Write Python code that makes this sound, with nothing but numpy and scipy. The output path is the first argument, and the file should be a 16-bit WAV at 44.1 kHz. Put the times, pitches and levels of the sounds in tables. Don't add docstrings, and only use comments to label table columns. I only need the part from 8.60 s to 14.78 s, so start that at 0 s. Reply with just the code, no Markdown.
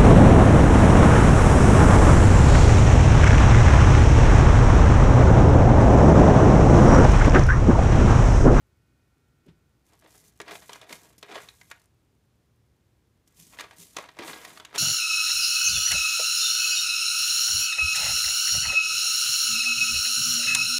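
import sys
import numpy as np
from scipy import signal
from scipy.fft import rfft, irfft, next_fast_len
from scipy.io import wavfile

SR = 44100
rng = np.random.default_rng(int(sys.argv[2]) if len(sys.argv) > 2 else 0)


def bounce(signal):
    frames = np.transpose(np.atleast_2d(signal))
    limited = np.clip(frames, -1, 1)
    pcm = np.round(limited * 32767).astype(np.int16)
    wavfile.write(sys.argv[1], SR, pcm)


N = 272538
TIME = np.arange(N) / SR

# f/Hz, relative level/dB
CRUNCH_SPECTRUM = [(60, -32), (170, -5.5), (350, -5.5), (700, 0), (1200, 2), (2300, -1.5), (3800, -4.5),
                   (5200, -10.5), (8000, -20.5), (15000, -33)]
# f/Hz, relative level/dB
CLACK_SPECTRUM = [(80, -9), (250, -20), (600, -8), (1200, 3.5), (2200, 6), (3800, 7), (5200, 2),
                  (7000, 1.5), (10000, -3), (16000, -15)]


def from_db(db):
    return 10 ** (np.asarray(db) / 20)


def rms_one(x):
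    return x / np.sqrt(np.mean(x ** 2) + 1e-20)


def butter(x, hz, kind, order=2):
    return signal.sosfilt(signal.butter(order, hz, kind, fs=SR, output="sos"), x)


def colour(x, spectrum):
    hz, db = np.transpose(spectrum)
    size = next_fast_len(len(x))
    bins = np.maximum(np.fft.rfftfreq(size, 1 / SR), 1)
    gain = from_db(np.interp(np.log(bins), np.log(hz), db))
    return rms_one(irfft(rfft(x, size) * gain, size)[:len(x)])


def drift(per_s):
    return rms_one(np.interp(TIME * per_s, np.arange(N), rng.standard_normal(N)))


def grains(per_s, spread_db, decay_s):
    sizes = from_db(spread_db * np.minimum(rng.exponential(1, N), 4))
    contacts = sizes * (rng.random(N) < per_s / SR)
    power = signal.lfilter([1], [1, -np.exp(-2 / (decay_s * SR))], contacts ** 2 + 1e-18)
    return rms_one(np.sqrt(power))


def swell(start_s, rise_s, decay_s):
    age = TIME - start_s
    return np.clip(age / rise_s, 0, 1) ** 2 * np.exp(-np.maximum(age - rise_s, 0) / decay_s)


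def tones(lines, wander_hz):
    out = np.zeros(N)
    for hz, db in lines:
        amplitude = np.sqrt(2) * from_db(db + 2 * drift(3.03))
        cycles = np.cumsum(hz + wander_hz * drift(25)) / SR
        out += amplitude * np.sin(2 * np.pi * cycles)
    return out


def room_rumble(level_db=-67):
    # f/Hz, relative level/dB
    spectrum = [(20, -29), (40, -7.5), (62, 2.5), (110, 2.5), (200, -5.5), (380, -9), (600, -17),
                (1200, -21), (3000, -26), (7000, -30), (16000, -35.5)]
    return from_db(level_db) * colour(rng.standard_normal(N), spectrum)


def mains_hum():
    # f/Hz, level/dB
    partials = [(59.5, -80), (118.6, -76.5)]
    return tones(partials, wander_hz=1.2)


def whine():
    # f/Hz, level before the fade/dB
    partials = [(1373, -91.5), (1488, -90.5), (1852, -94), (1986, -108), (2225, -99), (2498, -97.5)]
    # t/s, gain/dB
    fade = [(0, 2.5), (.85, 6), (1.35, -5.5), (2.0, -26)]
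    gain = from_db(np.interp(TIME, *np.transpose(fade)))
    return gain * tones(partials, wander_hz=3.5)


def electrical_ticks(first_s=.0705, period_s=.1024, impulse_db=-55, low_cut_hz=4500):
    impulses = np.zeros(N)
    impulses[(np.arange(first_s, N / SR, period_s) * SR).astype(int)] = from_db(impulse_db)
    return butter(impulses + 1e-18, low_cut_hz, "high")


def paw_thumps():
    # t/s, level/dB, top of the octave f/Hz, decay/s, stir relative to the knock/dB
    blows = [(0.857, -52, 412, 0.036, -16), (0.88, -42.5, 185, .015, -13), (1.802, -41, 426, 0.012, -14),
             (2.757, -36.5, 696, 0.012, -13), (3.112, -38.5, 2410, 0.0074, -6.5),
             (5.385, -38.5, 770, 0.0094, -2), (5.589, -37.5, 560, 0.03, -32)]
    out, t = np.zeros(N + SR), TIME[:SR // 5]
    for s, db, top_hz, decay_s, stir_db in blows:
        white = rng.standard_normal(len(t))
        shape = np.exp(-t / decay_s) * (1 - np.exp(-t * top_hz))
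        thud = butter(white, [top_hz / 2, top_hz], "band") * shape
        thud *= np.linalg.norm(shape) / np.linalg.norm(thud)
        stir = from_db(stir_db) * shape * colour(white, CRUNCH_SPECTRUM)
        start = int(s * SR)
        out[start:start + len(t)] += from_db(db) * (thud + stir)
    return out[:N]


def astir(fade_s=0.017):
    # start t/s, end t/s
    bouts = [(1.24, 3.25), (4.66, 7.7)]
    return sum(np.clip((TIME - start_s) / fade_s, 0, 1) * np.exp(-np.maximum(TIME - end_s, 0) / fade_s)
               for start_s, end_s in bouts)


def sweep_flow(astir_db=-77.5, settle_s=0.053, release_s=0.0078):
    # t/s, level/dB
    flicks = [(0.862, -66), (1.332, -61), (1.41, -62), (1.681, -55), (2.527, -60), (2.58, -48.5),
              (3.1, -48.5), (3.196, -62.5), (4.675, -59.5)]
    # start t/s, rise/s, length/s, level before settling/dB, loss on settling/dB
    sweeps = [(1.459, 0.083, 0.24, -61, 4), (1.888, 0.04, 0.293, -52.5, 9.5),
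              (2.273, 0.067, 0.24, -51.5, 15), (2.715, 0.1, 0.41, -56.5, 11), (4.747, .065, 0.208, -54, 7),
              (4.967, 0.029, 0.18, -56, 17), (5.158, 0.062, 0.28, -48.5, 15),
              (5.629, 0.067, 0.36, -44.5, 13.5), (6.133, 0.05, .06, -48.5, 6)]
    power = (from_db(astir_db) * astir()) ** 2
    power += sum((from_db(db) * swell(s, rise_s=0.0012, decay_s=0.0056)) ** 2 for s, db in flicks)
    for s, rise_s, length_s, db, loss_db in sweeps:
        age = TIME - s
        settled = 1 - np.exp(-np.maximum(age - rise_s, 0) / settle_s)
        contact = np.clip(age / rise_s, 0, 1) * np.exp(-np.maximum(age - length_s, 0) / release_s)
        power += (contact * from_db(db - loss_db * settled)) ** 2
    return np.sqrt(power)


def litter_hiss(tick_db=-6.5, flutter_db=1.5, dropping_db=-75.5):
    # f/Hz, relative level/dB
    spectrum = [(60, -29), (160, 15.5), (330, 0), (600, -9), (1500, -10.5), (3000, -1.5), (5000, 2),
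                (7000, 5), (10000, 3), (13000, 0.5), (16000, -7.5)]
    hiss = colour(rng.standard_normal(N), spectrum) * grains(per_s=7100, spread_db=1.5, decay_s=0.0033)
    ticks = butter(colour(rng.standard_normal(N), spectrum), 1200, "high")
    ticks *= grains(per_s=130, spread_db=2.5, decay_s=0.0019)
    sliding = (hiss + from_db(tick_db) * ticks) * sweep_flow() * from_db(flutter_db * drift(140))
    return sliding + from_db(dropping_db) * astir() * ticks


def drag_force(astir_db=-77):
    # start t/s, rise/s, relative level/dB, decay/s, floor relative to pellets/dB
    drags = [(1.27, 0.063, -62.5, 0.026, -0.5), (1.395, 0.041, -60.5, 0.11, 1),
             (1.83, 0.087, -40, 0.027, -5.5), (1.99, 0.037, -56.5, 0.057, -13),
             (2.093, 0.0091, -47.5, 0.072, -28), (2.205, 0.024, -54.5, 0.13, -4),
             (2.275, 0.037, -44.5, 0.036, -4.5), (2.40, 0.046, -56, 0.036, 0),
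             (2.629, 0.0051, -49.5, 0.027, -6), (2.65, 0.072, -42.5, 0.026, -2.5),
             (2.734, 0.017, -43, 0.063, -11), (3.093, 0.0075, -59, 0.069, -28),
             (4.895, 0.037, -52.5, 0.028, -11), (4.95, 0.056, -42, 0.034, -17),
             (5.10, 0.027, -53.5, 0.037, -18), (5.334, 0.05, -46.5, 0.071, -14),
             (5.55, .015, -56, 0.037, -10), (5.586, 0.0077, -41.5, 0.19, -5.5),
             (5.60, 0.054, -51, 0.28, -23), (5.845, 0.033, -75, 0.17, -19.5),
             (6.109, 0.07, -34, .03, -12.5)]
    pellet_power, floor_power = (from_db(astir_db) * astir()) ** 2, np.zeros(N)
    for s, rise_s, db, decay_s, floor_db in drags:
        push = from_db(db) * swell(s, rise_s, decay_s)
        pellet_power += push ** 2
        floor_power += (from_db(floor_db) * push) ** 2
    return np.sqrt(pellet_power), np.sqrt(floor_power)


def pellet_crunch(gain_db=-3.0, lumpy_db=2.1, stray_db=-11.5, rumble_db=-3.0, floor_hz=(219, 860)):
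    on_pellets, on_floor = drag_force()
    grind = colour(rng.standard_normal(N), CRUNCH_SPECTRUM)
    grind *= grains(per_s=1700, spread_db=4.5, decay_s=0.0032)
    strays = colour(rng.standard_normal(N), CLACK_SPECTRUM)
    strays *= grains(per_s=62, spread_db=1.5, decay_s=0.011)
    rumble = rms_one(butter(rng.standard_normal(N), floor_hz, "band"))
    dragged = (grind + from_db(stray_db) * strays) * on_pellets + from_db(rumble_db) * rumble * on_floor
    return dragged * from_db(gain_db + lumpy_db * drift(110))


def clacks(ring_db=6.5, relative_width=0.083, attack_s=.0005, hold_s=0.0052):
    # t/s, relative level/dB, low share/dB, high share/dB, pitch f/Hz
    strikes = [(1.801, -35.5, -3, -8.5, 1770), (1.814, -42.5, -13, -0.5, 2230),
               (1.909, -39.5, -18, -7, 1070), (1.953, -39, -9, -5, 865), (2.093, -40.5, -1, -5.5, 1090),
               (2.131, -41.5, -21, 3, 3070), (2.157, -46.5, -2, -3, 1330), (2.214, -44, -5.5, -3.5, 3560),
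               (2.293, -43.5, -18, -4.5, 2300), (2.326, -36, -9, -1, 2170), (2.627, -37, -8.5, -9.5, 1720),
               (2.755, -35, -9, -15, 1100), (2.886, -38.5, -35, -8, 3940), (3.012, -46.5, -15, -6.5, 2030),
               (3.113, -39, -12, -4, 1500), (4.987, -36, -14, -14, 1820), (4.995, -33, -33, -13, 1180),
               (5.007, -35, -24, -2.5, 1310), (5.039, -44, -1, -21, 1150), (5.109, -45.5, -8, -10, 1770),
               (5.366, -29, -6, -3, 6400), (5.384, -37, 1, -5, 1080), (5.439, -46.5, 0, -8, 1150),
               (5.488, -42, -5.5, -15, 1120), (5.568, -54.5, 4.5, -6, 1290), (5.588, -35.5, -3, -7.5, 2700),
               (5.678, -37, -4.5, -3, 1600), (5.731, -36.5, -14, -17, 3940), (5.849, -38, -16, -2, 1900),
               (5.902, -46, -14, -9, 1890), (5.973, -40.5, -8, -10, 1230), (5.998, -39.5, -9.5, -9, 1370),
               (6.049, -37.5, -32, -6, 6500), (6.151, -36.5, -23, -2, 1810), (6.158, -32, -7, -1, 2660)]
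    out, t = np.zeros(N + SR), TIME[:SR // 16]
    for s, level_db, low_db, high_db, pitch_hz in strikes:
        white = rng.standard_normal(len(t))
        ring_band_hz = pitch_hz * np.exp([-relative_width / 2, relative_width / 2])
        ring = butter(white, ring_band_hz, "band", order=1)
        rattle = colour(white + from_db(ring_db) * ring, CLACK_SPECTRUM)
        # band, gain/dB, decay/s
        bands = [(butter(rattle, 760, "low", order=4), low_db - 2.5, 0.0042),
                 (butter(rattle, [900, 5000], "band", order=3), -2.5, 0.0032),
                 (butter(rattle, 3760, "high", order=4), high_db, 0.0029)]
        start = int(s * SR)
        for band, db, decay_s in bands:
            shape = np.exp(-(np.hypot(t, hold_s) - hold_s) / decay_s) * (1 - np.exp(-t / attack_s))
            burst = band * shape
            burst *= np.linalg.norm(shape) / np.linalg.norm(burst)
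            out[start:start + len(t)] += from_db(level_db + db) * burst
    return out[:N]


def tray(x):
    # f/Hz, bandwidth/Hz, lift/dB
    modes = [(308.6, 26, 9.5), (412, 14, 6.5), (463, 44, 10.5), (641, 19.6, 9), (697, 13.3, 8.5),
             (760, 19, 2.5), (938, 120, 4.5), (1107, 64, 3.5), (1345, 61, 1.5), (1640, 26, 7),
             (2030, 250, 4.5), (2420, 77, 4.5), (3100, 37, 3), (3430, 110, 2), (6130, 180, 1.5)]
    out = x
    for hz, width_hz, lift_db in modes:
        radius = np.exp(-np.pi * width_hz / SR)
        feedforward = np.array([1, 0, -1]) * (1 - radius ** 2) / 2
        feedback = [1, -2 * radius * np.cos(2 * np.pi * hz / SR), radius ** 2]
        out = out + (from_db(lift_db) - 1) * signal.lfilter(feedforward, feedback, x + 1e-18)
    return out


def scatter(x, decay_s):
    t = TIME[:SR // 32]
    wall = rng.standard_normal(len(t)) * np.exp(-t / decay_s)
    return signal.fftconvolve(x, wall / np.linalg.norm(wall))[:N]


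def room(x, echo_s=.0135, echo_db=-24.0, tail_db=-16.0, t60_s=0.24, dull_hz=3500):
    t = TIME[:SR // 2]
    tail = butter(rng.standard_normal(len(t)), dull_hz, "low", order=1)
    tail *= from_db(-60 * t / t60_s) * (1 - np.exp(-t / 0.0036))
    reverberation = signal.fftconvolve(x, tail / np.linalg.norm(tail))[:N]
    echo = np.interp(TIME - echo_s, TIME, scatter(x, decay_s=0.0013), left=0)
    return x + from_db(echo_db) * echo + from_db(tail_db) * reverberation


def scene():
    litter = tray(pellet_crunch() + litter_hiss() + clacks())
    radiated = butter(litter, 115, "high")
    digging = room(radiated + paw_thumps())
    return (digging + room_rumble() + mains_hum() + whine() + electrical_ticks())[None]


def record(dry, cutoff_hz=15500):
    return signal.sosfilt(signal.ellip(10, .2, 70, cutoff_hz, fs=SR, output="sos"), dry)


dry = scene()
out = record(dry)
bounce(out)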